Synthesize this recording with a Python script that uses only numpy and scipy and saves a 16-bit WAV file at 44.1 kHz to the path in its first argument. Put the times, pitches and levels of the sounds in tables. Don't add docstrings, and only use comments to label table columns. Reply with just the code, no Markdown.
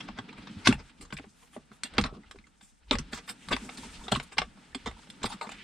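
import sys
import numpy as np
from scipy import signal
from scipy.fft import rfft, irfft, next_fast_len
from scipy.io import wavfile
from scipy.ndimage import uniform_filter1d

SR = 44100
rng = np.random.default_rng(int(sys.argv[2]) if len(sys.argv) > 2 else 0)


def waveform_to_disk(signal):
    frames = np.transpose(np.atleast_2d(signal))
    scaled = np.clip(frames, -1, 1) * 32767
    samples = np.round(scaled).astype(np.int16)
    wavfile.write(sys.argv[1], SR, samples)


def volts_from_db(level):
    exponent = np.asarray(level, float) / 20
    return 10 ** exponent


N = 248503

# t/s, pressure as rub level/dB, slide speed as hiss level/dB re rub
RUBBING = [(0.0, -56, -18), (0.14, -62.5, -23), (0.66, -56.5, -18), (0.922, -69, -12), (1.471, -71.5, -7),
           (1.8, -71.5, -11.5), (2.039, -56.5, -28), (2.15, -69.5, -14), (2.791, -79.5, -2),
           (3.0, -63.5, -17.5), (3.37, -65.5, -7.5), (3.64, -55.5, -7.5), (4.2, -60, -8),
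           (4.309, -67.5, -12.5), (5.06, -63.5, -10), (5.3, -61.5, -13.5), (5.44, -64.5, -10),
           (5.56, -61.5, -13.5)]
# f/Hz, level/dB per Hz
RUB_COLOUR = [(250, -39.5), (420, -1), (600, -8.5), (936, -1.5), (1020, -9), (1290, -2.5), (1890, -6),
              (2550, -5.5), (3600, -7), (5300, -15), (6500, -32.5), (13200, -69.5)]
HISS_COLOUR = [(3060, -26), (5200, -4), (7340, -4.5), (8360, -0.5), (9790, -9), (10600, -13),
               (14700, -25.5), (15800, -33.5)]
# f/Hz, level/dB re sum
RUB_SPREAD = [(60, -16), (110, -15), (200, -22.5), (380, -11), (700, -4), (1290, -5.5), (2380, -5),
              (3400, -11.5), (5000, -2.5), (8120, -2), (15000, -1.5)]
# t/s, rumble level/dB
JOLTS = [(0.12, -50), (0.4, -55), (0.73, -36), (1.04, -51), (1.17, -50), (1.601, -64), (2.025, -33.5),
         (2.28, -56.5), (2.38, -54.5), (2.96, -33), (3.15, -50), (3.55, -41), (3.65, -54), (3.82, -52),
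         (3.89, -49), (4.0, -46), (4.16, -42.5), (4.42, -44), (4.75, -55), (4.89, -42), (5.28, -50),
         (5.55, -56.5)]
# f/Hz, level/dB per Hz
PORT_NOISE_COLOUR = [(25, -3.5), (70, -11), (100, -18.5), (200, -11.5), (400, -23), (800, -17.5),
                     (3300, -40.5), (8000, -37.5)]
# f/Hz, level/dB, t60/s
BODY = [(360, -4, 0.026), (491, -7, 0.041), (559.5, -3, 0.017), (777, -0.5, 0.03), (933.5, -2, 0.034),
        (1153, 0.5, 0.029), (1300, 0.5, 0.028)]
FACE = [(1520, -1, 0.0089), (1860, -8, 0.018), (1974, -1, 0.012), (2640, -2, 0.013), (2814, -8.5, 0.02),
        (3284, 2.5, 0.0065), (3422, 2.5, 0.0098), (3620, -2, 0.011), (4130, 1, 0.0087), (5000, -6, 0.0072),
        (5560, -6.5, 0.0038)]
EDGE = [(5680, 0.5, 0.0021), (6800, -6, 0.003), (7020, -1, 0.0078), (7470, -3, 0.0077), (8210, -5.5, 0.02),
        (8614, -7.5, 0.013), (9440, -5, 0.0019), (13100, -31.5, .003)]
# peak t/s, peak level/dB, body level/dB re peak, edge level/dB re peak, length/s
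SCRAPES = [(0.008, -33, -5, -16.5, .011), (0.084, -41, -4.5, -37, .018), (0.669, -19.5, -10, -14, .04),
           (0.686, -29.5, -13, -1, .02), (0.712, -34, 6.5, -12.5, 0.032), (1.177, -41, -14, -1, .011),
           (1.856, -36, -16, -8, .035), (2.0, -34, -17, -8, .011), (2.93, -28, 4, -7, .028),
           (3.148, -42, -5, 7.5, .045), (3.187, -41, -5, -56, 0.022), (3.297, -33, -4.5, 3, .026),
           (3.518, -24.5, 4, -16, .022), (3.53, -18.5, -6.5, -15, .021), (3.785, -37.5, -11, -2, .02),
           (4.122, -15, -2.5, -12, .014), (4.162, -26.5, -6, -11.5, .015), (4.873, -30.5, 3, -11, .024),
           (5.26, -26, -7.5, -3.5, .02), (5.33, -39, 2, -4.5, 0.032), (5.428, -35, -1, -11, .037),
           (5.3, -39.5, -3.5, -0.5, .025), (5.52, -39, -1, -3, .018)]
# peak t/s, peak level/dB, brightness/dB edge over body, length/s
BRUSHES = [(0.18, -40, -13, 0.017), (0.291, -43.5, -22, 0.013), (0.383, -44.5, -7.5, .02),
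           (0.743, -47, 5, 0.014), (0.798, -44.5, -16, 0.036), (1.025, -46, 10, 0.035),
           (1.138, -48, 12, 0.014), (1.431, -52.5, 1.5, .025), (1.546, -51.5, 5.5, 0.046),
           (1.733, -53, -0.5, 0.04), (1.953, -45, -36, 0.028), (1.971, -40, -27, 0.0099),
           (2.634, -59, 12.5, 0.072), (2.692, -65, 13.5, .06), (2.997, -40.5, 0, 0.014),
           (3.127, -39, 1, .022), (3.177, -38.5, 3.5, .021), (3.83, -49, 7, 0.026), (4.05, -51.5, -26, .06),
           (4.233, -47.5, 10.5, .015), (4.328, -44, 2, 0.025), (4.374, -35, -8, 0.01),
           (5.221, -44, -35, 0.017), (5.337, -49, -5, 0.006), (5.472, -40, -29, 0.014)]
# middle t/s, rms level/dB, colour f/Hz, length/s
STROKES = [(0.112, -59, 2500, 0.047), (0.43, -62, 3520, 0.057), (0.535, -62, 3270, 0.13),
           (0.698, -48, 3020, 0.11), (1.3, -66.5, 6000, 0.057), (1.416, -68.5, 8400, 0.2),
           (1.542, -69, 8300, 0.13), (1.75, -70.5, 8300, 0.12), (2.028, -57, 2520, 0.086),
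           (2.154, -63.5, 3320, 0.077), (2.27, -64.5, 2500, 0.046), (2.66, -69, 7980, .16),
           (2.897, -59, 3000, 0.05), (2.951, -60, 1480, .08), (3.007, -58, 1180, 0.052),
           (3.169, -53, 1470, 0.16), (3.171, -50.5, 4200, 0.096), (3.293, -45.5, 1560, 0.051),
           (3.434, -58.5, 2440, 0.13), (3.6, -56, 2200, 0.12), (3.843, -53.5, 2840, 0.1),
           (3.957, -53.5, 3470, 0.086), (4.029, -62, 1010, 0.13), (5.323, -48, 3500, 0.058),
           (5.444, -45.5, 850, 0.079), (5.511, -55, 2570, 0.069), (5.601, -52, 2320, .14)]
# middle t/s, rms level/dB, colour f/Hz, length/s
DRAGS = [(0.1, -55, 226, 0.064), (0.24, -52, 220, 0.084), (0.44, -56, 222, 0.075), (1.029, -51, 249, 0.084),
         (2.17, -49, 225, .14), (2.472, -66, 199, .1), (3.65, -48, 225, .12), (3.85, -49, 227, 0.13),
         (4.05, -56, 196, .1), (5.15, -61, 222, 0.15), (5.601, -67, 236, 0.088), (1.45, -74, 10970, 0.29),
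         (3.299, -53, 11380, 0.09), (5.541, -54, 1730, .1), (4.795, -58.5, 2600, .09),
         (0.666, -37, 4200, .04)]
# t/s, peak level/dB, body level/dB re peak, edge level/dB re peak
SNAPS = [(0.187, -29, 0.5, -17), (0.471, -35, -0.5, -25), (0.726, -19, -14, -14), (1.1255, -25.5, -13, -27),
         (1.9823, -9, -1, -26.5), (2.012, -23, -66.5, -2.5), (2.039, -24, 0, -11), (2.053, -34, 3, -11),
         (2.06, -27, -25, -16), (2.311, -32.5, -19, -12), (2.9857, -29, -5, -1), (3.131, -22, -5, -12),
         (3.4859, -28, -4, -6), (3.6913, -31.5, -2, -23), (4.081, -26, -1, -14), (4.1399, -26.5, -24, -5),
         (4.1506, -24.5, -5, -16), (4.1987, -25, -4, -13), (4.382, -11.5, -14, -8.5),
         (4.4173, -21, 0.5, -12.5), (4.747, -22, -7.5, -6), (4.859, -26.5, 4, -12), (5.1007, -37, -21, 1),
         (5.4118, -25.5, 0, -12), (3.7733, -35, -30, -1.5), (5.2314, -24.5, -14, -0.5),
         (5.4917, -32, 0.5, -7)]
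# t/s, peak level/dB, body level/dB re peak, edge level/dB re peak
CRACKS = [(0.087, -31.5, 2, -21), (0.6716, -8.5, -7, -20.5), (0.6735, -3.5, -12.5, -11),
          (1.168, -31, -37, -15), (1.1861, -32, -21, -50), (1.1959, -40, 3.5, -15),
          (1.8345, -16.5, -31.5, -0.5), (2.387, -40, -25, -13), (2.9107, -11.5, -2.5, -10.5),
          (2.9536, -22.5, -5, -10), (3.565, -22, -1.5, -6), (4.322, -39.5, -0.5, -10),
          (4.912, -38.5, -4, -6), (5.241, -24.5, 8, -23)]
# t/s, peak level/dB, brightness/dB edge over body
TICKS = [(0.166, -48, -17), (0.328, -40.5, -6), (0.896, -47.5, -3), (1.01, -42.5, 7.5), (1.051, -42, -1),
         (1.104, -40, -13), (1.241, -45, -32), (1.565, -43, -61), (1.717, -44.5, -24), (1.937, -39, -4),
         (2.234, -52.5, -11), (2.358, -48.5, -55), (3.278, -37, 0), (2.468, -50, -0.5), (2.61, -47, -1),
         (4.573, -48.5, -7), (4.991, -43.5, -17), (5.072, -49.5, -23)]
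# t/s, peak level/dB, f/Hz, decay/s
PINGS = [(0.089, -44.5, 895, 0.0036), (0.187, -34.5, 1520, 0.0055), (0.292, -42, 2480, 0.0047),
         (0.329, -49, 1280, .008), (0.369, -50, 2360, .004), (0.381, -47.5, 1440, .005),
         (0.471, -43.5, 1550, 0.0036), (0.725, -31, 865, 0.0055), (0.78, -50, 750, 0.0049),
         (1.565, -48, 1150, 0.0055), (1.533, -57, 1237, 0.0072), (1.716, -46, 1390, 0.0052),
         (2.055, -28.5, 1242, 0.006), (2.234, -56, 1890, 0.0054), (2.245, -55, 1360, .006),
         (2.311, -44.5, 1200, 0.0061), (2.387, -54, 2090, 0.0043), (2.441, -53, 2140, 0.0056),
         (2.469, -59, 1242, 0.0051), (2.872, -64, 883, 0.015), (2.95, -36.5, 524, 0.0072),
         (2.992, -40, 2700, 0.003), (3.127, -35, 1700, 0.007), (3.487, -38, 4020, 0.0045),
         (3.688, -39, 1255, 0.0036), (3.698, -40, 3770, 0.0031), (3.774, -38.5, 4580, 0.0034),
         (3.832, -42, 938, 0.013), (4.012, -47, 910, 0.013), (4.039, -43, 3460, 0.0074),
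         (4.068, -43, 1280, .005), (4.553, -64, 754, 0.0052), (4.729, -50, 1740, 0.0088),
         (4.966, -51.5, 924, 0.0055), (5.23, -33, 3430, 0.0054), (5.275, -46, 844, 0.0079),
         (5.303, -37.5, 850, 0.0064), (5.319, -37, 837, 0.007), (5.418, -32, 880, 0.004),
         (5.466, -51, 3570, 0.0035), (5.492, -41.5, 2590, .008), (5.553, -48, 2520, 0.0046)]
# t/s, peak level/dB, f/Hz, decay/s
STRIKES = [(0.6722, -15, 1720, 0.003), (0.674, -12, 3330, 0.0038), (0.709, -36, 1250, .004),
           (0.7265, -19.5, 2270, 0.0025), (1.1252, -38, 3060, 0.0023), (1.17, -33.5, 2170, .004),
           (1.187, -32, 2250, 0.0026), (1.9825, -10.5, 3720, 0.001), (1.983, -22, 4740, 0.0016),
           (1.985, -14.5, 1120, 0.0041), (2.0132, -30, 5000, 0.0018), (2.0394, -24, 4200, .002),
           (2.04, -35, 1290, .004), (2.054, -34.5, 1290, 0.0069), (4.151, -23, 3200, .005),
           (2.9104, -13.5, 3600, 0.0031), (2.912, -27, 1170, 0.0033), (2.914, -19.5, 2340, 0.0028),
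           (2.913, -25.5, 530, 0.0068), (2.9865, -22.5, 5140, 0.0022), (4.121, -22, 707, 0.0061),
           (4.123, -17, 3400, 0.002), (4.159, -20.5, 1220, 0.0025), (4.383, -17, 1890, 0.0051),
           (4.386, -17, 3320, 0.0024), (4.385, -20.5, 980, 0.0045), (5.1017, -36, 3380, 0.0025),
           (5.243, -20.5, 3500, 0.0016), (5.246, -30.5, 1200, 0.0047), (5.256, -35, 2500, .006)]
# t/s, peak level/dB, pitch f/Hz, deep cavity level/dB re peak
BOOMS = [(0.092, -37.5, 212, -16), (0.185, -39, 242, -5), (0.386, -42.5, 216, -8), (0.564, -38.5, 208, -3),
         (0.669, -26, 300, -2), (0.6876, -13, 241.3, -11), (0.71, -26.5, 199, -8), (0.743, -37, 196, -4),
         (1.128, -37, 200, -4), (1.196, -43, 280, -12), (1.572, -41, 230, -15.5), (1.842, -44.5, 237, -34),
         (1.985, -21, 227, -9), (2.003, -28, 197, -4.5), (2.049, -37.5, 233, -5.5), (2.91, -25, 269, -22),
         (2.94, -28.5, 227, -12), (2.991, -35, 232, -2), (3.13, -37, 235, -12), (3.479, -42.5, 180, -7),
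         (3.537, -30, 249, -31), (3.786, -42.5, 238, -15), (4.119, -24.5, 203, -5), (4.168, -32.5, 233, -4),
         (4.387, -39, 235, -1.5), (4.753, -34.5, 256, -25), (4.868, -36, 229, -12), (5.245, -31, 220, -9),
         (5.343, -41, 200, -11), (5.47, -42, 218, -38)]
# t/s, peak level/dB, pitch f/Hz, deep cavity level/dB re peak
KNOCKS = [
    (1.5638, -37.5, 616, -27.5),
    (2.125, -41, 380, -1),
    (2.346, -49, 398, -26),
]
# t/s, peak level/dB
NUDGES = [(0.291, -49), (0.501, -44.5), (0.994, -51.5), (1.267, -49), (1.709, -50), (2.188, -50.5),
          (2.388, -54.5), (2.624, -57), (3.3, -47), (3.62, -41), (3.902, -64), (4.053, -47), (4.469, -51),
          (2.721, -68.5), (5.09, -48)]
# start t/s, end t/s, rms level/dB
BUZZES = [
    (0.708, 0.734, -57),
    (2.039, 2.121, -51.5),
    (2.135, 2.181, -60.5),
]
# f/Hz, level/dB, t60/s
CATCH_MODES = [(680, -8, 0.014), (1150, -5, 0.016), (1300, -8.5, 0.028)]
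# f/Hz, level/dB re sum
BLOW_SPREAD = [(60, -17.5), (110, -23.5), (200, -34), (380, -16), (700, -7.5), (1290, -7), (2380, -5),
               (3400, -10.5), (5000, -4.5), (8120, 1), (15000, -2)]

TOP_HZ = 15800


def shaped(points, size):
    hz, value = np.transpose(points)
    return np.interp(np.log(np.fft.rfftfreq(size, 1 / SR) + 1), np.log(hz), value)


def colour(x, points):
    size = next_fast_len(N)
    return irfft(rfft(x, size) * volts_from_db(shaped(points, size)), size)[..., :N]


def band(x, lo_hz, hi_hz):
    return signal.sosfilt(signal.butter(2, [lo_hz, hi_hz], "bandpass", fs=SR, output="sos"), x)


def unit(x):
    return x / np.sqrt(np.mean(x ** 2))


def walk(rate):
    hold = int(SR / rate)
    levels = rng.standard_normal(N // hold + 1)
    return uniform_filter1d(np.repeat(levels, hold), hold)[:N]


def add(out, s, sound):
    i = max(int(s * SR), 0)
    out[i:i + len(sound)] += sound[:N - i]


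def friction(surface, rate, grain_db, flicker_db, split_hz):
    sizes = volts_from_db(grain_db * np.minimum(rng.exponential(size=N), 3.5))
    ticks = (rng.random(N) < rate / SR) * sizes * rng.standard_normal(N)
    raw = 0.32 * unit(ticks) + rng.standard_normal((2, N))
    both = np.array([colour(v, surface) for v in raw])
    dull = signal.sosfilt(signal.butter(1, split_hz, fs=SR, output="sos"), both)
    bright = both - dull
    return unit(dull * volts_from_db(flicker_db * walk(30)) + bright * volts_from_db(flicker_db * walk(45)))


def console_hum(rub_db, slide_db):
    hum_db = rub_db - 4 - 0.4 * slide_db
    noise = band(band(rng.standard_normal((2, N)), 140, 300), 120, 310)
    return unit(noise) * volts_from_db(hum_db + 4.0 + 1.9 * walk(12))


def rubbing():
    s, *columns = np.transpose(RUBBING)
    t = np.arange(N) / SR
    rub_db, slide_db = (np.interp(t, s, c) for c in columns)
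    rub = friction(RUB_COLOUR, rate=4700.0, grain_db=3.5, flicker_db=3.0, split_hz=1200)
    hiss = friction(HISS_COLOUR, rate=2100.0, grain_db=6.0, flicker_db=3.5, split_hz=11000)
    rub = rub * volts_from_db(rub_db + 3.5)
    hiss = hiss * volts_from_db(rub_db + slide_db + 7.5)
    mid, side = rub + hiss + console_hum(rub_db, slide_db)
    return np.array([mid, colour(side, RUB_SPREAD)])


def camera_rumble():
    t = np.arange(N) / SR
    rise_db_s, fall_db_s, still_db = 245.5, 173.5, -71
    jolts_db = [db - np.maximum(rise_db_s * (at - t), fall_db_s * (t - at)) for at, db in JOLTS]
    rumble_db = np.max(jolts_db, axis=0).clip(still_db)
    sway = band(band(rng.standard_normal(N), 26, 80), 26, 76)
    steady = unit(sway / uniform_filter1d(np.abs(sway), size=1800))
    rumble = steady * volts_from_db(rumble_db - 0.5)
    shake = 0.05 * np.roll(rumble, 1500)
    return np.array([rumble, shake])


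def port_noise():
    noise = unit(colour(rng.standard_normal(N), PORT_NOISE_COLOUR))
    return volts_from_db(-69 + 3.0 * walk(8)) * noise


def ring(modes, t, luck, tilt_db=0., scatter_db=2.5, detune=0.043, crack=1.9):
    hz, db, t60 = np.transpose(modes)[:, :, None]
    share, shift = luck[:2 * len(modes)].reshape(2, -1, 1)
    db = db + scatter_db * share + tilt_db * np.log2(hz / np.median(hz))
    decay = np.exp(-np.log(1000) * t / t60)
    sign = (-1.) ** np.arange(len(modes))[:, None]
    tone = np.sin(2 * np.pi * hz * (1 + detune * shift) * t)
    return np.sum(sign * volts_from_db(db) * (decay + crack * decay ** 4) * tone, axis=0)


def panel(out, s, push, levels_db, luck, air_db):
    t = np.arange(2048) / SR
    body_db, face_db, edge_db = levels_db
    hardness = edge_db - body_db + 11.5
    for modes, db, chance, sign in zip((BODY, FACE, EDGE), levels_db, luck, (1, -1, 1)):
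        sound = signal.fftconvolve(push, ring(modes, t, chance, tilt_db=0.24 * hardness))
        add(out, s, sign * volts_from_db(db) * sound / np.abs(sound).max())
    contact = band(band(push, 1250, 5000), 900, 7400)
    add(out, s, volts_from_db(face_db - 2.5) * contact / np.abs(contact).max())
    air = band(push, 3300, 14000)
    add(out, s, volts_from_db(edge_db + air_db) * air / np.abs(air).max())


def faint(s, db, bright_db, *rest):
    return (s, db, -3 - 0.2 * bright_db, -4 + bright_db, *rest)


def scrapes():
    out, t = np.zeros(N), np.arange(5000) / SR
    for s, db, body_db, edge_db, length in SCRAPES + [faint(*row) for row in BRUSHES]:
        luck = 1.43 * rng.standard_normal((3, 36))
        slips = rng.random(len(t)) < 1800 / SR
        rise = np.clip(0.75 * length, .003, min(s, .04))
        fade = np.clip(0.38 * length, .002, .025)
        force = np.where(t < rise, (t / rise) ** 1.6, np.exp(-(t - rise) / fade))
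        push = force * rng.standard_normal(len(t)) * (slips + 0.33)
        panel(out, s - rise, push, db + np.array([body_db, 0, edge_db]), luck, air_db=-6.5)
    return out


def strokes():
    out = np.zeros(N)
    octaves = 0.48
    for s, db, hz, length in STROKES + DRAGS:
        noise, grain = rng.standard_normal((2, 12000))
        size = min(int(length * SR), len(noise))
        rough = band(noise * volts_from_db(4.1 * grain), hz * 2 ** -octaves, min(hz * 2 ** octaves, TOP_HZ))
        add(out, s - size / SR / 2, volts_from_db(db) * np.hanning(size) * unit(rough[:size]))
    return out


def snaps():
    out, t = np.zeros(N), np.arange(2048) / SR
    snap_s, crack_s, tick_s = 0.0056, 0.0029, 0.0064
    rows = [(*row, snap_s) for row in SNAPS]
    rows += [(*row, crack_s) for row in CRACKS]
    rows += [faint(*row, tick_s) for row in TICKS]
    for s, db, body_db, edge_db, chatter in rows:
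        luck = rng.standard_normal((3, 36))
        slips = rng.random(len(t)) < 3500 / SR
        force = (1 - np.exp(-t / 0.00016)) * np.exp(-t / chatter)
        break_pulse = 0.78 * np.exp(-((t - .0006) / 6e-5) ** 2)
        push = force * rng.standard_normal(len(t)) * (slips + 0.3) + break_pulse
        panel(out, s - .0004, push, db - 3.5 + np.array([body_db, 0, edge_db]), luck, air_db=-23.5)
    return out


def pings():
    out, t = np.zeros(N), np.arange(4096) / SR
    for rows, octaves in ((PINGS, 0.1), (STRIKES, 0.24)):
        for s, db, hz, decay in rows:
            burst = (rng.standard_normal(len(t)) + 6.9 * (t == 0)) * np.exp(-t / max(decay, .001))
            sound = band(burst, hz * 2 ** -octaves, hz * 2 ** octaves)
            add(out, s - .0005, volts_from_db(db) * sound / np.abs(sound).max())
    return out


def booms():
    out, t = np.zeros(N), np.arange(8192) / SR
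    cavity_hz = 126
    rows = [(*row, 10.3 / row[2]) for row in BOOMS]
    rows += [(*row, 6.5 / row[2]) for row in KNOCKS]
    rows += [(*row, 212.6, -14, 0.062) for row in NUDGES]
    for s, db, hz, deep_db, t60 in rows:
        a, b, phase = rng.standard_normal(3)
        swell = (1 - np.exp(-t / 0.0031)) * np.exp(-np.log(1000) * (t / t60) ** 1.46)
        wall = np.sin(2 * np.pi * hz * t)
        wall += 0.29 * np.sin(2 * np.pi * hz * (1.45 + 0.04 * a) * t + phase)
        slow = (1 - np.exp(-t / 0.013)) * np.exp(-np.log(1000) * t / (2.3 * t60))
        deep = np.sin(2 * np.pi * cavity_hz * (1 + 0.14 * b) * t)
        deep += 0.23 * np.sin(2 * np.pi * .6 * cavity_hz * (1 + 0.13 * a) * t)
        wall_sound = swell * wall / swell.max() / 0.83
        cavity_sound = volts_from_db(deep_db) * slow * deep / slow.max()
        add(out, s, volts_from_db(db + 1.0) * (wall_sound + cavity_sound))
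    return out


def buzz():
    out = np.zeros(N)
    modes = ring(CATCH_MODES, np.arange(2048) / SR, np.full(6, .1))
    for start, end, db in BUZZES:
        fade = np.geomspace(1, .4, int((end - start) * SR))
        hits = rng.random(len(fade)) < 700 / SR
        taps = fade * rng.standard_normal(len(fade)) * hits
        add(out, start, volts_from_db(db) * unit(signal.fftconvolve(taps + 1e-9, modes)))
    return out


def cabin(x):
    t = np.arange(8192) / SR
    late, soon = rng.standard_normal((2, 8192))
    t60_s, tail_db = 0.098, -12
    tail = late * np.exp(-np.log(1000) * t / t60_s) * (t > .0012)
    tail = band(tail, 390, 9000)
    early = np.array([soon, late]) * np.exp(-t / 0.0068) * (t > .0004)
    early = early / np.linalg.norm(early[0])
    place = 2.2 * walk(12)
    paths = x * np.array([np.cos(place), np.sin(place)])
    mid = x + volts_from_db(tail_db) * signal.fftconvolve(x, tail / np.linalg.norm(tail))[:N]
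    echoes = signal.fftconvolve(paths, early, axes=1).sum(axis=0)[:N]
    return np.array([mid, colour(echoes, BLOW_SPREAD)])


def scene():
    blows = scrapes() + strokes() + snaps() + pings() + booms() + buzz()
    mid, side = rubbing() + camera_rumble() + cabin(blows)
    side = side + port_noise()
    return np.array([mid + side, mid - side])


def low_pass(x):
    return signal.sosfilt(signal.butter(12, 15970, fs=SR, output="sos"), x)


def record(dry):
    limited = colour(dry, [(TOP_HZ, 0), (1.01 * TOP_HZ, -60)])
    mix = signal.sosfilt(signal.butter(2, 10200, fs=SR, output="sos"), limited)
    return low_pass(mix)


dry = scene()
out = record(dry)
waveform_to_disk(out)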